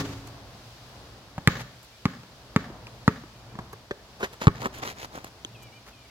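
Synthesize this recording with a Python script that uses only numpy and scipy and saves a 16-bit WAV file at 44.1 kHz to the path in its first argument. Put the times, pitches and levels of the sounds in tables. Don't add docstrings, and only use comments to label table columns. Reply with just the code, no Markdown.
import sys
import numpy as np
from scipy import signal
from scipy.fft import rfft, irfft, next_fast_len
from scipy.io import wavfile
from scipy.ndimage import uniform_filter1d, map_coordinates

SR = 44100
rng = np.random.default_rng(int(sys.argv[2]) if len(sys.argv) > 2 else 0)


def file_out(sig):
    cols = np.atleast_2d(sig).T
    lim = np.clip(cols, -1, 1)
    pcm = np.round(lim * 32767).astype(np.int16)
    wavfile.write(sys.argv[1], SR, pcm)


N = 268997
T = np.arange(N) / SR
LEAD_S = .002

# time_s, distance_m, left_lag_samples
PLAYER_PATH = [(0, 5, 1), (1.47, 14.4, 4.4), (3.08, 8, 4.58), (4.47, 6, 10.7), (5.1, 5.7, 13.15),
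               (6.1, 3.5, 1.2)]


def undb(db):
    return 10 ** (np.asarray(db) / 20)


def curve(rows):
    time_s, *columns = np.transpose(rows)
    return [np.interp(T, time_s, column) for column in columns]


def colour(x, points, power=1):
    hz, db = np.transpose(points)
    size = next_fast_len(x.shape[-1] + 2048)
    bins_hz = np.maximum(np.arange(size // 2 + 1) * SR / size, 1)
    gain = undb(power * np.interp(np.log(bins_hz), np.log(hz), db))
    return irfft(rfft(x, size) * gain, size)[..., :x.shape[-1]]


def unit(x):
    return x / np.sqrt(np.mean(x ** 2))


def walk(rate_hz):
    hold = int(SR / rate_hz)
    return 1.33 * uniform_filter1d(np.repeat(rng.standard_normal(N // hold + 1), hold), hold)[:N]


def ring(modes, t, pitch=1):
    return sum(undb(db - 60 * t / t60) * np.sin(2 * np.pi * hz * pitch * t) for hz, db, t60 in modes)


def add(track, start_s, sound):
    i = int(start_s * SR)
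    track[..., i:i + sound.shape[-1]] += sound[..., :N - i]


def ports(x):
    _, lag = curve(PLAYER_PATH)
    return np.array([map_coordinates(x, [np.arange(N) + side * lag / 2], order=3) for side in (-1, 1)])


def diffuse():
    # freq_hz, side_minus_mid_db
    width = [(60, -12), (130, -24), (380, -12), (700, -12), (1290, -3.5), (2380, 0.5), (15000, -1)]
    mid, side = rng.standard_normal((2, N))
    return mid + np.array([[1], [-1]]) * colour(side, width)


def surroundings(rumble_db=-50, leaves_db=-56, split_hz=1800, gust_db=3, gust_s=1.6):
    # freq_hz, gain_db
    spectrum = [(20, -17), (30, -16), (53, 1), (92, -5.5), (120, 6), (149, -10.5), (190, -7), (293, -11),
                (489, -12), (641, -10.5), (1050, -15), (2220, -27), (4870, -27), (9000, -41), (15000, -46)]
    swell_db = gust_db * np.exp(-(T / gust_s) ** 2)
    air = colour(diffuse(), spectrum)
    low = None
    low = signal.sosfiltfilt(signal.butter(2, split_hz, fs=SR, output="sos"), air)
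    rumble = unit(low) * undb(rumble_db + swell_db - 2.36 * walk(3.48))
    leaves = unit(air - low) * undb(leaves_db + swell_db + 0.69 * walk(6))
    return rumble + leaves


def bird(held_hz=2404, settle_s=0.016, droop_s=.016, fade_s=0.015, fifth_db=-5, waver=0.01):
    # start_s, level_db
    calls = [(1.73, -66), (3.30, -63), (5.54, -51.5), (5.917, -55)]
    # delay_s, length_s, start_offset_hz, end_offset_hz, gain_db
    notes = [(0, .155, 624, -330, 0.5), (.175, 0.079, -330, -35, 5)]
    glide_hz, envelope = np.zeros(N), np.zeros(N)
    for start_s, db in calls:
        for delay_s, length_s, start_hz, end_hz, note_db in notes:
            t = T[:int(length_s * SR)]
            bend_hz = start_hz * np.exp(-t / settle_s) + end_hz * np.exp((t - length_s) / droop_s)
            fade = np.minimum(np.minimum(t, length_s - t) / fade_s, 1)
            add(glide_hz, start_s + delay_s, bend_hz)
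            add(envelope, start_s + delay_s, undb(db + note_db) * fade)
    phase = 2 * np.pi * np.cumsum((held_hz + glide_hz) * (1 + waver * walk(200))) / SR
    tone = np.sin(phase) + undb(fifth_db) * np.sin(phase * 5 / 4)
    return envelope * undb(3.4 * walk(70)) * tone / 2


def yard(x, scatter_db=-18, t60_s=0.57, build_s=0.017, smear_s=0.0077, wall_boost_db=4.0):
    # delay_s, level_db
    walls = [(0.029, -50), (0.059, -42.5), (0.08, -34.5), (.094, -36.5), (0.136, -50)]
    # freq_hz, gain_db
    spectrum = [(60, 1), (110, 3.5), (190, -0.5), (330, 0), (600, 2.5), (1200, 3.5), (2500, 2.5),
                (5000, 10), (9000, 4), (15000, 12)]
    t = T[:SR]
    tail = diffuse()[:, :SR] * undb(-60 * t / t60_s) * (1 - np.exp(-(t / build_s) ** 2))
    response = undb(scatter_db) * unit(tail) / np.sqrt(SR)
    for delay_s, db in walls:
        burst = rng.standard_normal(SR) * (t > delay_s) * np.exp(-np.abs(t - delay_s) / smear_s)
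        response = response + undb(db + wall_boost_db) * unit(burst) / np.sqrt(SR)
    return signal.fftconvolve(x[None], colour(response, spectrum), axes=1)[:, :N]


def hoop(rattle_db=-33, rattle_t60_s=0.71, shake_db=2.5):
    # freq_hz, level_db, t60_s
    modes = [(108.3, -36.5, 1.43), (160, -38.5, 0.49), (276, -31, 0.86), (296, -50, 1.2), (391, -40, 0.4),
             (414, -37.5, 0.55), (509, -52, 1.1), (570, -49, 0.48), (770, -50, 0.43), (900, -50, 0.52),
             (1080, -42, 0.15), (1160, -43.5, 0.19), (1420, -50, 0.32), (1800, -54, 0.48)]
    # freq_hz, gain_db
    fittings = [(60, -9), (200, -3), (420, -7), (650, -12), (1200, -14.5), (2200, -20), (4200, -22),
                (7000, -26.5), (9500, -38.5), (15000, -41)]
    rattle = unit(colour(diffuse(), fittings)) * undb(rattle_db - 60 * T / rattle_t60_s + 2 * walk(64))
    return sum(ring([mode], T) * undb(shake_db * walk(32.4)) for mode in modes) + rattle


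def stones():
    # start_s, level_db, pitch_ratio
    snaps = [(2.233, -49, .75), (2.8695, -33.5, 0.75), (4.8745, -50, 1.2), (5.054, -49, 1.5),
             (5.131, -45, 1.2), (5.2441, -52, 0.38), (5.4486, -23.5, 0.94)]
    # freq_hz, gain_db, t60_s
    modes = [(3380, -1, 0.013), (3580, -3, 0.0087), (3650, -22, 0.0078), (6660, -5, 0.011)]
    track = np.zeros(N)
    for start_s, db, pitch in snaps:
        add(track, start_s, undb(db) * ring(modes, T[:SR // 20], pitch))
    return track


def sole_pressure(step_rise_ratio=0.42, step_heel_db=5.5, slide_rise_ratio=1.21, slide_sand_db=-10.5):
    # peak_s, fall_s, grit_db, sand_over_grit_db
    steps = [(.274, 0.013, -53.5, 3), (1.571, 0.0058, -40.5, -23), (1.835, .02, -65, 4),
             (2.235, 0.0079, -58, -17), (2.871, 0.015, -58.5, -12), (3.731, 0.0063, -57, 4),
             (4.239, 0.021, -36.5, -16), (4.332, 0.018, -52, -5), (4.423, 0.033, -39, -14),
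             (4.56, 0.032, -51, -18), (4.787, 0.016, -47, -9), (4.83, 0.019, -38, -14),
             (5.048, 0.0086, -48.5, -12), (5.245, 0.0035, -45.5, -3), (5.627, 0.013, -64.5, 9),
             (5.875, 0.029, -52, -9)]
    # peak_s, fall_s, grit_db, heel_over_grit_db
    slides = [(1.606, 0.017, -42.5, 1), (4.216, 0.014, -47, 11.5), (4.622, 0.014, -44, 4.5),
              (4.658, 0.016, -42.5, 14), (4.765, 0.024, -48, -2), (4.891, 0.032, -40.5, 2),
              (5.022, 0.033, -43.5, 1), (5.167, 0.033, -49, 8), (5.265, 0.025, -52, 1)]
    scuffs = [(s, step_rise_ratio * fall, fall, db, step_heel_db, sand) for s, fall, db, sand in steps]
    scuffs += [(s, slide_rise_ratio * fall, fall, db, heel, slide_sand_db)
               for s, fall, db, heel in slides]
    push = np.zeros((3, N))
    t = np.arange(-SR // 8, SR // 8) / SR
    for peak_s, rise_s, fall_s, db, heel_db, sand_db in scuffs:
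        envelope = np.exp(-(t / np.where(t < 0, rise_s, fall_s)) ** 2)
        add(push, peak_s + t[0], np.outer(undb([db, db + heel_db, db + sand_db]), envelope))
    return push


def shoes(grain_db=3.0, grains_per_s=2200, spread=0.8):
    # freq_hz, gain_db
    grit = [(500, -5), (1200, 1), (1900, 9.5), (3300, 3.5), (5200, 0), (7000, -1.5), (9000, -38),
            (15000, -61)]
    heel = [(80, -10), (200, 0), (400, 2), (750, 2), (1300, 1.5), (2200, -17), (5000, -33)]
    sand = [(3000, -33), (6500, 13), (9000, 7.5), (12500, 7.5), (16000, 2.5)]
    track = 0
    slips = undb(2.0 * walk(180))
    for tone, push in zip((grit, heel, sand), sole_pressure()):
        sizes = undb(grain_db * np.minimum(rng.exponential(size=(3, N)), 4))
        hits = rng.random((3, N)) < grains_per_s / SR
        grains = unit(colour(sizes * hits * rng.standard_normal((3, N)), tone)) * push * slips
        track = track + ports(grains[0]) + spread * (tone is not heel) * grains[1:]
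    return track


def squeak(peak_s=4.248, width_s=0.0098, centre_hz=1750, glide_per_s=9, level_db=-31):
    pitch_hz = centre_hz * (1 + glide_per_s * np.clip(T - peak_s, -.03, .03) + 0.025 * walk(430))
    envelope = undb(level_db) * np.exp(-((T - peak_s) / width_s) ** 2)
    return envelope * np.sin(2 * np.pi * np.cumsum(pitch_hz) / SR)


def contact(slap_db, slap_s, dent_db, thump_db, thump_hz, thump_s, swell_s, ring_db, pitch,
            crack_db, crack_s, grit_db, grit_s, snap_db, lift_db, lift_s, off_s,
            dent_s=0.00044, thump_delay_s=0.001, ring_delay_s=0.0002, again_db=-14, ring_sent_db=-6):
    # freq_hz, gain_db, t60_s
    modes = [(230, -7.5, .04), (323, -7, 0.051), (410, -10, 0.1), (876, -3.5, 0.026), (1136, -3, .038),
             (1255, 0.5, 0.025), (1370, -11, 0.023), (1610, -14, 0.022), (1830, -8, 0.028),
             (2350, -9, 0.024)]
    # freq_hz, gain_db
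    edge = [(300, -32), (1700, 24), (2800, 11), (4100, 10), (5200, 0), (6900, 6), (9000, -12), (15000, -13)]
    t = np.arange(SR // 3) / SR - LEAD_S
    after, squash, inside, lifted = (np.maximum(t - s, 0) for s in (0, thump_delay_s, ring_delay_s, off_s))
    dent = undb(dent_db) * np.exp(-(t / dent_s - 1) ** 2)
    slap = -undb(slap_db) * (np.exp(-(t / slap_s) ** 2) + dent)
    swell = (1 - np.exp(-squash / swell_s)) * np.exp(-(squash / thump_s) ** 2)
    thump = undb(thump_db) * swell * np.sin(2 * np.pi * thump_hz * squash)
    air = undb(ring_db) * ring(modes, inside, pitch)
    lift = undb(lift_db) * (np.exp(-np.abs(t - off_s) / lift_s)
                            - undb(again_db) * ring(modes, lifted, pitch))
    decay = np.exp(-after / crack_s) + undb(grit_db) * np.exp(-after / grit_s)
    crack = unit(colour(rng.standard_normal(len(t)), edge)) * (t > 0) * decay
    impulse = 1. 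* (np.abs(t) == np.abs(t).min())
    click = -colour(impulse, edge)
    click *= np.sqrt(crack_s * SR / 2 / np.sum(click ** 2))
    direct = slap + thump + lift + air + undb(crack_db) * (crack + undb(snap_db) * click)
    sent = slap + thump + undb(ring_sent_db) * air + undb(crack_db) * click
    return np.array([direct, sent])


def hands(palm_db=5.5, fingers_db=6.5, fingers_after_s=.006, highpass_hz=70):
    # start_s, level_db, thump_over_ring_db, thump_hz, ring_pitch_ratio
    pats = [(1.3804, -31.5, 11.5, 160, 0.68), (2.7003, -51.5, 18, 335, 1), (3.2370, -49, 13, 325, 0.9),
            (3.554, -44.5, 12, 188, 0.91), (3.5890, -32.5, 9, 170, 0.87), (3.7328, -38.5, -3, 440, .9),
            (3.9100, -27, 6.5, 422, 1.4), (4.2300, -25, 5, 410, 1.304), (4.6572, -23, -13, 465, .93),
            (5.4487, -57.5, 23, 316, 0.54)]
    track = np.zeros((2, N))
    for start_s, db, thump_db, thump_hz, pitch in pats:
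        add(track, start_s - LEAD_S, undb(db) * contact(
            slap_db=palm_db, slap_s=0.00028, dent_db=-19.5, ring_db=0, pitch=pitch,
            thump_db=thump_db, thump_hz=thump_hz, thump_s=0.0064, swell_s=0.00035,
            crack_db=-5, crack_s=0.0047, grit_db=-28, grit_s=.01, snap_db=-29,
            lift_db=fingers_db, lift_s=0.0006, off_s=fingers_after_s))
    return signal.sosfilt(signal.butter(1, highpass_hz, "high", fs=SR, output="sos"), track)


def bounces(contact_s=.0105, thump_cycles=0.72, lift_db_per_octave=21, highpass_hz=28):
    # start_s, level_db, slap_gain_db, crack_gain_db, thump_hz, ring_pitch_ratio
    hits = [(1.4746, -1, -3, -5, 135, .96), (2.0554, -3.5, -5.5, -13.5, 178, 0.96),
            (2.5626, -2, -1.5, -12, 173, 1.01), (3.0792, 1.54, -5, -14, 175, 1.04),
            (4.4704, 4, -6.5, -21, 128.6, 0.98)]
    track = np.zeros((2, N))
    for start_s, db, slap_db, crack_db, thump_hz, pitch in hits:
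        lift_db = -15 + lift_db_per_octave * np.log2(174.4 / thump_hz)
        add(track, start_s - LEAD_S, undb(db) * contact(
            slap_db=slap_db, slap_s=0.00016, dent_db=-5.0, ring_db=-17, pitch=pitch,
            thump_db=0.5, thump_hz=thump_hz, thump_s=thump_cycles / thump_hz, swell_s=0.0015,
            crack_db=crack_db, crack_s=0.00073, grit_db=-14, grit_s=0.0066, snap_db=-7.5,
            lift_db=lift_db, lift_s=0.00057, off_s=contact_s))
    return signal.sosfilt(signal.butter(1, highpass_hz, "high", fs=SR, output="sos"), track)


def scene(echo_distance_m=9, bird_echo_db=5):
    distance_m, _ = curve(PLAYER_PATH)
    ball, sent = bounces() + hands()
    cry = bird()
    echoes = yard(sent * distance_m / echo_distance_m + undb(bird_echo_db) * cry)
    return ports(ball + stones() + squeak()) + shoes() + hoop() + cry + echoes + surroundings()


def record(dry, highpass_hz=30, lowpass_hz=16100):
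    # freq_hz, left_minus_right_db
    mismatch = [(100, 0), (2400, 0.5), (4400, 3), (7000, 0), (9000, -4.5), (12000, -11), (16000, -7)]
    sound = np.array([colour(dry[0], mismatch, .5), colour(dry[1], mismatch, -.5)])
    sound = signal.sosfilt(signal.butter(2, highpass_hz, "high", fs=SR, output="sos"), sound)
    return signal.sosfilt(signal.ellip(8, .2, 70, lowpass_hz, fs=SR, output="sos"), np.clip(sound, -1, 1))


dry = scene()
out = record(dry)
file_out(out)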